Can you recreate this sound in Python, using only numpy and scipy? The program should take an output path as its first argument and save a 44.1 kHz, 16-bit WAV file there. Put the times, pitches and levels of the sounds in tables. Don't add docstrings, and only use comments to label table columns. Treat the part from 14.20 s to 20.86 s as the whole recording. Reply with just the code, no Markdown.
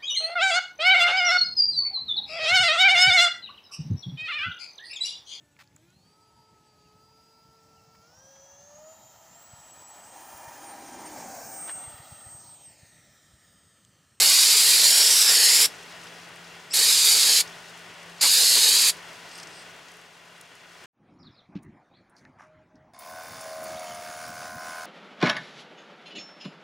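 import sys
import numpy as np
from scipy import signal
from scipy.fft import rfft, irfft, next_fast_len
from scipy.io import wavfile
from scipy.ndimage import map_coordinates

SR = 44100
rng = np.random.default_rng(int(sys.argv[2]) if len(sys.argv) > 2 else 0)


def unload_wav(signal):
    wavfile.write(
        sys.argv[1],
        SR,
        np.round(np.clip(np.atleast_2d(signal).T, -1, 1) * 32767).astype(np.int16),
    )


def makeup_ratio(level_db):
    decades = np.asarray(level_db, float) / 20
    return 10 ** decades


N = 293645
TIME_S = np.arange(N) / SR

# [opens_s, shuts_s, rise_ms, fall_db_per_ms]
VALVE_PRESSES = [
    (-.1, 1.458, 3, 1.8),
    (2.532, 3.21, 8.4, 1.6),
    (4.0095, 4.701, 3, 1.6),
]
# [hiss_db, top_db over hiss, spatter_db, splash_db, stem_fill_s]
JET_STRENGTHS = [
    (-17.5, -6.5, -32, -44, .005),
    (-18, -8, -33.5, -46.5, 0.067),
    (-18, -7.5, -34.5, -47.5, .01),
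]
# [pitch_hz, level_db per Hz]
HISS_COLOUR = [(2600, -11), (3300, -7.5), (3900, -1.5), (4800, -5), (5500, -7.5), (6200, -5.5),
               (7400, -3.5), (8400, -5), (9200, -7), (11000, -6.5), (12100, -11.5), (14100, -19.5),
               (15600, -24), (16500, -30)]
# [pitch_hz, level_db per Hz]
LIQUID_COLOUR = [(200, -23.5), (300, -18), (466, -8.5), (600, -14), (870, -10.5), (1170, -9), (1750, -3.5),
                 (2600, 0)]
# [pitch_hz, likeness 0-1]
JET_LIKENESS = [(300, 1), (700, 0.98), (1500, 1), (3000, 0.98), (4500, 1), (7000, 0.99), (10000, 0.96),
                (15000, .95)]
# [pitch_hz, balance_db]
JET_BALANCE = [(250, 0.1), (700, .4), (1500, 5.5), (3500, -2.4), (7000, 0.5), (12000, -0.5)]
# [start_s, disc_echo_ms, hub_echo share]
HAND_PATHS = [
    [(0, .415, 0), (.4, .4, -.05), (.62, .412, .05), (.8, .388, -.15), (.99, .365, -.22), (1.1, .38, -.28),
     (1.23, .42, -.32), (1.33, .4, -.3), (1.45, .382, -.25)],
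    [(2.55, .425, .1), (2.8, .433, -.08), (3.05, .433, -.1), (3.2, .412, -.16)],
    [(4.02, .418, -.1), (4.2, .422, 0), (4.33, .44, -.07), (4.55, .44, -.2), (4.7, .434, -.1)],
]
# [offset_hz from its centre, level_db per Hz]
NOZZLE_SHAPE = [(5, 1), (600, -1), (900, -6.5), (1200, -14), (1600, -34)]
# [middle_s, splash_gain_db, spatter_gain_db]
LIQUID_GULPS = [(.032, 7.5, 1.5), (.08, 3.5, -2.5), (.36, 2, 0), (.584, 4.5, 0), (.69, -1, -1),
                (1.11, 6.5, 3.5), (1.25, 3.5, 0.5), (1.41, 7.5, 1), (2.6, 5, 2), (2.68, 3.5, 0),
                (2.95, 3, -1), (3.09, 6.5, 0.5), (4.045, 9, 7), (4.234, 11.5, -1), (4.374, 10, 1.5),
                (4.47, 5, 2)]
# [middle_s, half_length_s, pitch_hz, glide_hz_per_s, level_db]
HOLLOW_NOTES = [
    (.03, .14, 2835, -300, -31),
    (1.12, 0.075, 1805, 901, -34.5),
    (1.38, .2, 2110, 1250, -32),
    (3.0, .4, 2395, 0, -40.5),
    (4.05, .035, 1037, 1000, -35.5),
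]
# [offset_hz from its centre, level_db per Hz]
HOLLOW_SHAPE = [(5, -1), (90, -4), (200, -9), (400, -27)]
# [start_s, pitch_hz, level_db]
VALVE_WHISTLES = [
    [(2.5, 2430, -55), (2.508, 2500, -40), (2.524, 2660, -33.5), (2.536, 2800, -33), (2.545, 2897, -50)],
    [(3.993, 2094, -60), (4.001, 2310, -39), (4.006, 2400, -40), (4.012, 2390, -26), (4.02, 2400, -44)],
]
# [multiple of the pitch, level_db]
WHISTLE_PARTIALS = [(1, -10), (2, -1), (3, -7.5), (4, -25)]
# [middle_s, half_length_s, level_db]
CLOTH_STROKES = [
    (5.17, 0.057, -48),
    (5.373, 0.069, -51.5),
]
# [pitch_hz, width_hz, level_db]
CLOTH_PEAKS = [(4960, 950, 1), (8300, 1200, -4)]
# [start_s, peak_db]
GRIT_TICKS = [(1.6342, -43), (1.8417, -40), (2.0906, -47), (2.1593, -44), (3.3544, -48), (3.4964, -45),
              (3.5753, -42), (3.5922, -42), (3.7409, -46), (3.8317, -42), (3.897, -45), (4.7686, -39),
              (4.9312, -42), (5.0609, -46), (5.1791, -34), (5.5644, -48), (5.7169, -41), (5.7379, -46),
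              (5.7688, -44), (5.8137, -47), (6.1794, -46), (6.2118, -35), (6.353, -44), (6.6398, -44)]
# [start_s, peak_db, pitch_hz]
FINGER_TAPS = [(1.7224, -39, 3820), (1.8344, -40, 6660), (1.87, -37, 3740), (3.275, -34, 4850),
               (3.3817, -41, 4960), (3.9814, -40, 4580), (5.1144, -38, 4830), (5.1844, -34, 5440),
               (5.199, -31, 5500), (5.23, -33, 5550), (5.2714, -37, 5140), (5.6835, -41.5, 5070)]
# [pitch_hz, level_db per Hz]
TRAFFIC_COLOUR = [(20, -14), (48, -22.5), (100, -10), (126, -6.5), (196, -11), (256, -8.5), (313, -8),
                  (430, -3), (536, -7.5), (641, -5), (1310, -5), (2200, -5.5), (3200, -7.5), (3600, -12.5)]
# [pitch_hz, width_hz, level_db
YARD_PEAKS = [(656.85, 150, -8.5), (1002, 5.1, 4.5), (1472, 55, -1.5), (1900, 150, -4), (2770, 100, -4.5),
              (3394, 60, 1)]
# [pitch_hz, level_db per Hz]
RUSTLE_COLOUR = [(3600, -5), (4940, -6.5), (6480, -9.5), (10000, -16.5), (12500, -24.5), (16200, -25)]
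# [pitch_hz, likeness 0-1]
YARD_LIKENESS = [(60, 0.93), (130, 1.0), (290, 0.97), (640, 0.92), (1410, 0.81), (3100, 0.82), (6820, 0.87),
                 (15000, 0.95)]
# [pitch_hz, balance_db]
YARD_BALANCE = [(60, -2), (180, -1.5), (550, 2), (1650, 3), (4970, 1.0), (15000, -0.5)]
# [time_s, level_db]
YARD_LATE_LEVEL = [(5.3, 1), (5.7, -1), (5.9, -3), (6.45, -3.5), (6.63, -0.5)]


def jet():
    hiss_db, top_db, spatter_db, splash_db = jet_levels()
    face_ms, hub = in_time(sum(HAND_PATHS, []))

    body, top = split(coloured(HISS_COLOUR, JET_LIKENESS, JET_BALANCE), hz=8930)
    splash, spatter = split(coloured(LIQUID_COLOUR, JET_LIKENESS), hz=990)
    hiss = 0.76 * rms_one(body) + nozzle(face_ms) + makeup_ratio(top_db + 1.3 * drift(30)) * rms_one(top)
    hiss = makeup_ratio(hiss_db - 0.42 + 0.54 * drift(25)) * hiss
    lean_db = -0.65 + 0.6 * drift(8)
    hiss = hiss * makeup_ratio(np.array([lean_db, -lean_db]) * 0.37)
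    spray = hiss + makeup_ratio(spatter_db - 0.96 + 0.8 * drift(11)) * rms_one(spatter)

    face, hub = 0.13 * (1 + 0.25 * drift(3.4)), 0.94 * hub
    echoes = face * delayed(spray, face_ms) + hub * delayed(spray, 1.234 * face_ms)
    spray = (spray + echoes) / np.sqrt(1 + face ** 2 + hub ** 2)

    spray += makeup_ratio(splash_db - 0.15 + 1.5 * drift(11)) * rms_one(splash)
    spray += hollow()
    scattered = np.zeros_like(spray)
    for echo_ms in (0.85, 1.4, 2.3):
        strength = 0.2 * drift(5.5)
        scattered += strength * delayed(spray, echo_ms * (1 + 0.043 * drift(1.82)))
    return valve() * (spray + scattered) / 1.083


def valve():
    flow = np.zeros(N)
    for opens, shuts, rise_ms, fall_db in VALVE_PRESSES:
        opening = np.clip((TIME_S - opens) * 1000 / rise_ms, 0, 1)
        flow += opening * makeup_ratio(-fall_db * 1000 * np.maximum(TIME_S - shuts, 0))
    return flow


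def jet_levels():
    empty_stem_db, sputter_db, sputter_s, gulp_s = -5, 2.5, 0.066, 0.025
    opens, shuts = np.transpose(VALVE_PRESSES)[:2]
    which = np.maximum(np.searchsorted(opens - 0.05, TIME_S) - 1, 0)
    hiss_db, top_db, spatter_db, splash_db, fill_s = np.transpose(JET_STRENGTHS)[:, which]
    empty_db = empty_stem_db * np.exp(-np.maximum(TIME_S - opens[which], 0) / fill_s)
    spatter_db = spatter_db + empty_db + sum(sputter_db * bump(s, sputter_s) for s in shuts)
    for middle_s, low_db, high_db in LIQUID_GULPS:
        gulp = bump(middle_s, gulp_s)
        splash_db = splash_db + low_db * gulp
        spatter_db = spatter_db + high_db * gulp
    return hiss_db + empty_db, top_db - empty_db, spatter_db, splash_db + empty_db


def nozzle(face_ms):
    usual_hz, usual_ms, follows, wander = 4624, 0.42, 0.6, 0.03
    hz = usual_hz * (usual_ms / face_ms) ** follows * (1 + wander * drift(4))
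    return makeup_ratio(-4.5) * carried(hz, NOZZLE_SHAPE)


def hollow():
    swells = np.array([makeup_ratio(db) * bump(s, half_s) for s, half_s, _, _, db in HOLLOW_NOTES])
    loudest = swells.argmax(axis=0)
    middle_s, _, hz, glide, _ = np.transpose(HOLLOW_NOTES)[:, loudest]
    return swells.sum(axis=0) * carried(hz + glide * (TIME_S - middle_s), HOLLOW_SHAPE)


def whistle():
    out = np.zeros(N)
    for rows in VALVE_WHISTLES:
        hz, level_db = in_time(rows)
        gate = makeup_ratio(level_db) * (TIME_S > rows[0][0]) * (TIME_S < rows[-1][0])
        turn = 2 * np.pi * np.cumsum(hz) / SR
        for multiple, partial_db in WHISTLE_PARTIALS:
            breath = rng.standard_normal(N)
            for _ in range(2):
                breath = signal.lfilter([1], [1, -0.955], breath)
            out += gate * makeup_ratio(partial_db) * (0.52 + rms_one(breath)) * np.sin(np.round(multiple) * turn)
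    return out


def van_side(x):
    t60_s, level_db = 0.13, -15
    t = np.arange(int(0.25 * SR)) / SR
    tail = rng.standard_normal((2, len(t))) * makeup_ratio(-60 * t / t60_s) * (t > 0.003)
    tail = 0.88 * tail[0] + 0.36 * tail
    return makeup_ratio(level_db) * signal.fftconvolve(x, tail / np.linalg.norm(tail[0]), axes=1)[:, :N]


def drag():
    grains = rng.standard_normal(N) * makeup_ratio(1.9 * drift(70))
    strokes = sum(makeup_ratio(db) * bump(s, half_s) for s, half_s, db in CLOTH_STROKES)
    rub = np.zeros(N)
    for hz, width_hz, db in CLOTH_PEAKS:
        rub += makeup_ratio(db) * resonance(resonance(grains, hz, width_hz), hz, width_hz)
    return strokes * rms_one(rub)


def ticks():
    out, t = np.zeros(N + 2000), np.arange(2000) / SR
    rows = [(s, db, 8200, 6300, 0.014) for s, db in GRIT_TICKS]
    rows += [(s, db, hz, 3900, 0.045) for s, db, hz in FINGER_TAPS]
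    for s, peak_db, hz, width_hz, t60_s in rows:
        crack = rng.standard_normal(len(t)) * makeup_ratio(-60 * t / t60_s)
        crack = resonance(resonance(crack, hz, width_hz), hz, width_hz)
        out[round(s * SR):][:len(t)] += makeup_ratio(peak_db - 0.5) * crack / np.abs(crack).max()
    return out[:N]


def yard():
    traffic_db, rustle_db, hum_db, hum_hz = -48, -55.5, -60, 170.7
    wet_db, wet_rustle_db, drying_s = 3, 4.5, 0.46
    wet = np.zeros(N)
    for _, shuts, _, _ in VALVE_PRESSES:
        wet += (TIME_S > shuts) * np.exp(-np.maximum(TIME_S - shuts, 0) / drying_s)
    late_db, = in_time(YARD_LATE_LEVEL)

    wash = coloured(TRAFFIC_COLOUR, YARD_LIKENESS, YARD_BALANCE)
    ring = sum(makeup_ratio(db) * resonance(wash, hz, width_hz) for hz, width_hz, db in YARD_PEAKS)
    traffic = makeup_ratio(traffic_db + wet_db * wet + late_db + 0.62 * drift(8.7)) * rms_one(wash + ring)

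    rustle_db = rustle_db + wet_rustle_db * wet + late_db + 0.8 * drift(60) + 0.46 * drift(4)
    rustle = makeup_ratio(rustle_db) * coloured(RUSTLE_COLOUR, YARD_LIKENESS, YARD_BALANCE)

    hum_db = hum_db - 7.5 * np.maximum(TIME_S - 5.3, 0)
    hum = np.sqrt(2) * makeup_ratio(hum_db + 1.8 * drift(6)) * np.sin(2 * np.pi * hum_hz * TIME_S)
    return traffic + rustle + hum


def carried(hz, shape):
    turn = 2 * np.pi * np.cumsum(hz) / SR
    alike = [(10, 0.95), (2000, 1.0)]
    return coloured(shape, alike) * np.cos(turn) + coloured(shape, alike) * np.sin(turn)


def coloured(spectrum, likeness, balance=((100, 0), (9000, 0))):
    size = next_fast_len(N)
    hz = np.maximum(np.fft.rfftfreq(size, 1 / SR), 1)
    mid, side = rfft(rng.standard_normal((2, size)))
    alike = np.clip(at_hz(likeness, hz), 0, 1)
    lean = makeup_ratio(at_hz(balance, hz) / 2)
    mid, side = np.sqrt(1 + alike) * mid, np.sqrt(1 - alike) * side
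    inside = (hz > spectrum[0][0]) & (hz < spectrum[-1][0])
    both = makeup_ratio(at_hz(spectrum, hz)) * inside * [(mid + side) * lean, (mid - side) / lean]
    return rms_one(irfft(both, size)[:, :N])


def resonance(x, hz, width_hz):
    r = np.exp(-np.pi * width_hz / SR)
    forward = np.array([1, 0, -1]) * (1 - r * r) / 2
    return signal.lfilter(forward, [1, -2 * r * np.cos(2 * np.pi * hz / SR), r * r], x)


def split(x, hz):
    low = signal.sosfiltfilt(signal.butter(2, hz, fs=SR, output="sos"), x)
    return low, x - low


def delayed(x, ms):
    at = np.arange(N) - ms * SR / 1000
    return np.array([map_coordinates(c, [at], order=3, mode="wrap") for c in x])


def drift(rate):
    r = np.exp(-80 * np.pi * rate / SR)
    noise = rng.standard_normal(N // 40 + 2002)
    slow = signal.lfilter([1], [1, -2 * r, r * r], noise)[2000:]
    return np.interp(np.arange(N) / 40, np.arange(len(slow)), rms_one(slow - slow.mean()))


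def bump(middle_s, half_s):
    return np.exp(-((TIME_S - middle_s) / half_s) ** 2)


def in_time(rows):
    s, *columns = np.transpose(rows)
    return [np.interp(TIME_S, s, c) for c in columns]


def at_hz(points, hz):
    point_hz, value = np.transpose(points)
    return np.interp(np.log(hz), np.log(point_hz), value)


def rms_one(x):
    return x / np.sqrt(np.mean(x ** 2) + 1e-20)


def scene():
    can = jet() + whistle()
    return can + van_side(can) + drag() + ticks() + yard()


def top_cut(x):
    return signal.sosfilt(signal.butter(12, 16042, fs=SR, output="sos"), x)


def record(dry):
    low_pass = signal.ellip(12, 0.2, 70, 15800, fs=SR, output="sos")
    mix = signal.sosfilt(low_pass, dry)
    return top_cut(mix)


dry = scene()
out = record(dry)
unload_wav(out)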